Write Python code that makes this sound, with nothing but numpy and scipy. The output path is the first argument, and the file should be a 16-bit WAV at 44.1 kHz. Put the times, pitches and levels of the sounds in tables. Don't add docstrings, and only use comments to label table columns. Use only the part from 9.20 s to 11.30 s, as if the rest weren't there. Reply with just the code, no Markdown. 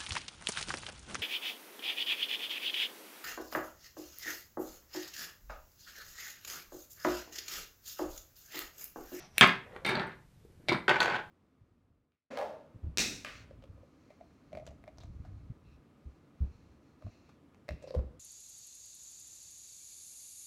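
import sys
import numpy as np
from scipy import signal
from scipy.fft import rfft, irfft
from scipy.io import wavfile

SR = 44100
rng = np.random.default_rng(int(sys.argv[2]) if len(sys.argv) > 2 else 0)


def linear_from_db(decibels):
    return 10 ** (np.asarray(decibels, float) / 20)


def generate_wav(sig):
    pcm = np.round(np.clip(np.atleast_2d(sig).T, -1, 1) * 32767).astype(np.int16)
    wavfile.write(sys.argv[1], SR, pcm)


N = 92610
SIZE = 2 ** 17

# [t/s, level/dB]
FAR_ROLL = [(.44, -55.5), (0.496, -54), (0.562, -44), (.6, -53.5), (0.644, -55)]


def slope(hz, table):
    f, v = np.array(table, float).T
    return np.interp(np.log(hz + 1), np.log(f), v)


def colour(table):
    log_gain = slope(np.fft.rfftfreq(SIZE, 1 / SR), table) * np.log(10) / 20
    cepstrum = irfft(log_gain)
    cepstrum[1:SIZE // 2] *= 2
    cepstrum[SIZE // 2 + 1:] = 0
    return np.exp(rfft(cepstrum))


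def rings(modes, gain_db):
    f = np.fft.rfftfreq(SIZE, 1 / SR)
    total = 0
    for k, (hz, width_hz, db) in enumerate(modes):
        damping = 1j * f * width_hz
        total = total + (-1) ** k * linear_from_db(db + gain_db) * damping / (hz ** 2 - f ** 2 + damping)
    return total


def strikes(hits, edge_hz, chatter_db, chatter_s):
    flat, treble = trains = np.zeros((2, N))
    for s, db, treble_db in hits:
        trains[:, int(s * SR)] += linear_from_db(db) * np.array([1, linear_from_db(treble_db) - 1])
    fade = np.exp(-1 / (chatter_s * SR))
    trains += signal.lfilter([linear_from_db(chatter_db)], [1, -fade], trains) * rng.standard_normal(N)
    return flat + treble - signal.lfilter(*signal.butter(1, edge_hz, fs=SR), treble)


def rolling(curve, rate, spread_db):
    t = np.arange(N) / SR
    s, db = np.array(curve, float).T
    bump = rng.random(N) < rate / SR
    size = np.minimum(rng.exponential(size=N), 2.2)
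    clicks = bump * np.sign(rng.standard_normal(N)) * linear_from_db(spread_db * size)
    strength = linear_from_db(np.interp(t, s, db, left=-200, right=-200))
    return clicks / np.sqrt(np.mean(clicks ** 2)) * strength


def part(hits, roll, body, modes, mode_db, chatter_db, chatter_s, rate, spread_db, edge_hz=5000):
    soft = signal.lfilter(*signal.butter(1, 5560, fs=SR), rolling(roll, rate, spread_db))
    force = strikes(hits, edge_hz, chatter_db, chatter_s) + 0.15 * soft
    shape = colour(body) + rings(modes, mode_db)
    return irfft(rfft(force, SIZE) * shape / np.abs(irfft(shape)).max())[:N]


def wood_block():
    # [t/s, level/dB, treble/dB]
    hits = [
        (.2104, -1.5, 14),
        (.216, -16.5, -4),
        (.2195, -8.5, -4),
        (.223, -8, -3),
        (.2285, -2.5, -6.5),
        (.2335, -5, -4),
        (.238, -5.5, -5),
        (.2435, -7, -7.5),
        (.293, -14.5, -16),
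    ]
    # [t/s, level/dB]
    roll = [(0.213, -10), (0.248, -22.5), (.28, -26), (.34, -36.5), (0.398, -50)]
    # [f/Hz, level/dB]
    body = [(29, -58), (50, -22), (153, -5.5), (518, -7.5), (1140, -1.5), (1350, -1.5), (1630, -2),
            (2450, 1), (15000, -52.5)]
    # [f/Hz, width/Hz, level/dB]
    modes = [(1314, 39, -11.5), (1003, 110, 2.5), (1555, 146.4, -6.5), (1870, 69, -6), (1600, 33, -13),
             (2220, 98, -4.5), (3165, 210, -3), (4480, 77, -21), (5730, 100, -24.5)]
    return part(hits, roll, body, modes, 1.3, -19.0, 0.0027, 3500, 4.0)


def hard_ball():
    # [t/s, level/dB, treble/dB]
    hits = [
        (.1798, -26, -1.5),
        (.1816, -6.5, -4.5),
        (.274, -30, -1),
    ]
    # [f/Hz, level/dB]
    body = [(59, -38.5), (100, -4), (780, -12.5), (1100, -14), (2230, -2.5), (3610, -9), (7350, -7.5),
            (8700, -11.5), (15000, -20.5)]
    # [f/Hz, width/Hz, level/dB]
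    modes = [(2380, 670, -6.5), (4260, 300, -2.5), (5550, 300, -10), (7800, 150, -4.5), (8920, 200, -5),
             (14200, 2000, -4.5)]
    # [t/s, level/dB]
    roll = [(.14, -70.5), (.152, -56), (.178, -45), (.182, -38), (.21, -43.5)]
    return part(hits, roll, body, modes, 3.0, -10, 0.00086, 1500, 2.3)


def arm():
    # [t/s, level/dB, treble/dB]
    hits = [(.6492, -24, 2.5), (.663, -22.5, -19), (.677, -24, -12), (.6915, -27, 4), (.698, -37, 6),
            (.709, -31, -6), (.753, -33, -19), (.869, -53, 0), (.918, -49, -9), (1.4855, -16, -13),
            (1.492, -15.5, -15.5), (1.504, -27.5, -10), (1.523, -26, 3.5), (1.53, -25, -24),
            (1.547, -39, -2)]
    # [t/s, level/dB]
    roll = [(0.648, -31), (.72, -32), (0.761, -51), (0.899, -84), (0.949, -120), (1.463, -84), (1.482, -49),
            (1.487, -54), (1.53, -35.5), (1.62, -63)]
    # [f/Hz, level/dB]
    body = [(100, -21), (600, 1.5), (1350, -10.5), (2300, 2), (4500, -1), (5600, -18.5), (9000, -27.5),
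            (15000, -41)]
    # [f/Hz, width/Hz, level/dB]
    modes = [(1357, 7.7, 9), (2052, 69, 8.5), (2250, 98, 8), (2440, 93, 4), (3607, 72, 5.5),
             (4000, 340, -20), (4680, 120, -2.5), (5710, 48, -17)]
    return part(hits, roll, body, modes, 3.83, -19, 0.0054, 2500, 2.6)


def plank():
    # [t/s, level/dB, treble/dB]
    hits = [
        (.65, -30, -27),
        (.692, -29, 3),
        (.753, -29.5, -12),
        (.768, -27.5, -2),
        (.797, -30, 3),
        (.816, -37.5, 3),
        (.83, -43, 6),
        (1.493, -25, -28),
        (1.517, -18.5, -13),
        (1.545, -25, -32),
    ]
    # [t/s, level/dB]
    roll = [(0.651, -32), (0.762, -33.5), (0.839, -40), (0.919, -46), (1.002, -72), (1.05, -105),
            (1.5, -68), (1.518, -38), (1.579, -40), (1.66, -90)]
    # [f/Hz, level/dB]
    body = [(40, -46), (150, -17), (290, -9.5), (500, -3.5), (1800, 0), (4800, -27), (6000, -33.5),
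            (15000, -52)]
    # [f/Hz, width/Hz, level/dB]
    modes = [(174, 110, -2), (377, 49, 2.5), (610, 16, -11), (897, 26.7, 6.5), (1427, 14, -8),
             (1787, 22, 3), (1905, 30, -2.5)]
    return part(hits, roll, body, modes, 4.67, -14.5, 0.0094, 2500, 2.8, 730)


def plastic_track():
    # [t/s, level/dB, treble/dB]
    hits = [(1.6808, -18, -7), (1.6935, -22.5, 8), (1.699, -26, -10), (1.7055, -22, -20),
            (1.712, -22.5, -21), (1.742, -26.5, -10), (1.758, -26, -8), (1.766, -27.5, -14),
            (1.8035, -20, -2), (1.819, -24.5, 3), (1.829, -26.5, 12), (1.858, -25, 1), (1.878, -26, -18),
            (1.9, -35, 0), (1.961, -30, -2)]
    # [t/s, level/dB]
    roll = [(1.684, -28), (1.719, -29.5), (1.782, -36.5), (1.81, -32), (1.87, -31), (1.959, -29.5),
            (1.999, -40.5), (2.051, -66), (2.1, -79)]
    # [f/Hz, level/dB]
    body = [(40, -28), (140, -13), (500, -16), (1200, -1.5), (2500, -7.5), (4300, -20), (7000, -37.5),
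            (15000, -60.5)]
    # [f/Hz, width/Hz, level/dB]
    modes = [(350, 132, -6.5), (490, 220, -3.5), (866, 98, -1.5), (1118, 173, 0), (1499, 38, 4),
             (2420, 64, -20), (3710, 370, -14), (6900, 530, -39)]
    return part(hits, roll, body, modes, 1.84, -13.5, 0.0049, 3000, 11.0)


def track_joints():
    # [t/s, level/dB, treble/dB]
    hits = [
        (1.8035, -46, 0),
        (1.846, -39.5, 0),
        (1.858, -41, 0),
        (1.9, -54, 0.0091),
    ]
    # [t/s, level/dB]
    roll = [(1.803, -32), (1.84, -44), (1.89, -57), (1.96, -68)]
    # [f/Hz, level/dB]
    body = [(2000, -33), (6500, -8), (15000, -31)]
    # [f/Hz, width/Hz, level/dB]
    modes = [(6330, 850, 8), (7900, 200, -6), (11200, 600, -11)]
    return part(hits, roll, body, modes, 3, -15, .003, 3000, 2.3)


def latch():
    # [t/s, level/dB, treble/dB]
    hits = [
        (.7531, -26, -8),
        (.7955, -33.5, -3.5),
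        (1.6928, -22.5, -4),
        (1.8035, -19.5, 2),
        (1.8988, -37, 5),
        (1.9592, -41, 3),
    ]
    # [t/s, level/dB]
    roll = [(.752, -46), (.8, -48), (.85, -64), (.92, -70.5), (.95, -77)]
    # [f/Hz, level/dB]
    body = [(500, -42), (2500, -30), (4500, -14), (7000, -25), (15000, -63)]
    # [f/Hz, width/Hz, level/dB]
    modes = [(3220, 320, -1.5), (4050, 340, 3), (4595, 110, -1.5), (4780, 59, -13)]
    return part(hits, roll, body, modes, 3.7, -16, 0.0025, 2500, 2.8)


def thin_rods():
    # [t/s, level/dB, treble/dB]
    hits = [
        (.6493, -57, 0),
        (.663, -40, 0.0066),
        (.6902, -42, 0),
        (.811, -61, 0),
        (.869, -58.5, 0),
        (1.486, -52, 0),
        (1.495, -60, 0),
        (1.521, -58, 0),
        (1.546, -59, 0),
    ]
    # [t/s, level/dB]
    roll = [(.66, -48), (.7, -47), (.75, -77), (.77, -110), (1.47, -110), (1.49, -55), (1.6, -62)]
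    # [f/Hz, level/dB]
    body = [(2000, -45), (7000, -25), (10000, -21), (15000, -22)]
    # [f/Hz, width/Hz, level/dB]
    modes = [(7960, 110, -1.5), (8180, 260, 0.5), (9316, 120, 6.5), (10570, 120, -4), (11900, 110, -11),
             (14450, 500, -5.5)]
    return part(hits, roll, body, modes, 3, -15, 0.0055, 2500, 2.5)


def far_chute_walls():
    # [f/Hz, level/dB]
    body = [(150, -16), (450, -10), (900, -11.5), (2100, -22.5), (4200, -27), (8000, -69)]
    # [f/Hz, width/Hz, level/dB]
    modes = [(470, 53, -4), (1970, 350, -19.5), (3730, 300, -24.5)]
    return part([(.5635, -33.5, 6.7)], FAR_ROLL, body, modes, 3.5, -18, 0.0024, 1900, 3.5, 1460)


def far_chute_air():
    # [t/s, f/Hz]
    pitch = [
        (.46, 430),
        (.6, 530),
    ]
    width_hz = 45
    hz = np.interp(np.arange(N) / SR, *np.array(pitch, float).T)
    turn = np.exp(2j * np.pi * np.cumsum(hz) / SR)
    lowered = rolling(FAR_ROLL, 1900, 1.5) / turn
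    ring = (signal.lfilter(*signal.butter(1, width_hz / 2, fs=SR), lowered) * turn).real
    return linear_from_db(-4.5) * ring * np.sqrt(SR / width_hz / 2)


def early_roll():
    # [t/s, level/dB]
    roll = [(0, -44), (.05, -45.5), (.1, -64.5), (.15, -55.5), (.178, -43.5)]
    # [f/Hz, level/dB]
    body = [(200, -10), (700, -8.5), (2200, -11), (5000, -19.5), (7000, -25.5), (15000, -28.5)]
    # [f/Hz, width/Hz, level/dB]
    modes = [(714, 120, -7.5), (5800, 260, 1)]
    return part([], roll, body, modes, 0.1, -20, .004, 4500, 1.7)


def late_knocks():
    # [t/s, level/dB, treble/dB]
    hits = [
        (1.25, -54, 11),
        (1.3, -56, 0),
        (1.4, -55.5, -5),
        (1.44, -56, -1),
    ]
    # [t/s, level/dB]
    roll = [(1.199, -70), (1.26, -74), (1.481, -65)]
    # [f/Hz, level/dB]
    body = [(150, -2), (450, 3.5), (800, -15), (3000, -42)]
    return part(hits, roll, body, [], 0, -17.5, 0.011, 3200, 5.3)


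def floor_boards(near):
    # [f/Hz, width/Hz, level/dB]
    modes = [(137, 29, -2.5), (178, 5.4, 1), (200.6, 14, -6)]
    return irfft(rfft(near, SIZE) * rings(modes, 4.2))[:N]


def room(near):
    # [f/Hz, t/s]
    fade_time = [(125, 0.45), (500, 0.37), (2000, 0.34), (6000, 0.27), (14000, 0.22)]
    t = np.arange(SR // 2) / SR
    tail = 0
    for hz in 63 * 2. ** np.arange(8):
        top_hz = hz * np.sqrt(2) ** (1 + (hz > 8000))
        band_filter = signal.butter(2, [hz / np.sqrt(2), top_hz], "band", fs=SR, output="sos")
        band = signal.sosfilt(band_filter, rng.standard_normal(len(t)))
        tail = tail + band * linear_from_db(-60 * t / slope(hz, fade_time))
    tail = tail * np.clip(t / 0.00043, 0, 1) ** 2
    return linear_from_db(-8.5) * signal.fftconvolve(near, tail / np.sqrt(np.sum(tail ** 2)))[:N]


def hum():
    # [f/Hz, level/dB]
    spectrum = [(12, -39), (20, -10), (61, -4.5), (123, -5), (158, -4), (234, -17), (678, -29),
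                (13900, -43.5), (16000, -58.5)]
    x = irfft(rfft(rng.standard_normal(SIZE)) * colour(spectrum))[:N]
    return x * linear_from_db(-60) / np.std(x)


def scene():
    near = wood_block() + hard_ball() + arm() + plank() + plastic_track() + track_joints()
    near = near + latch() + thin_rods() + far_chute_walls() + far_chute_air()
    near = near + early_roll() + late_knocks()
    return (near + room(near) + floor_boards(near) + hum())[None]


def low_pass(x):
    return signal.sosfilt(signal.butter(12, 16470, fs=SR, output="sos"), x)


def record(dry):
    rounded = .95 * np.tanh(dry / .95)
    mix = signal.sosfilt(signal.ellip(8, .2, 45, 15400, fs=SR, output="sos"), rounded)
    return low_pass(mix)


dry = scene()
out = record(dry)
generate_wav(out)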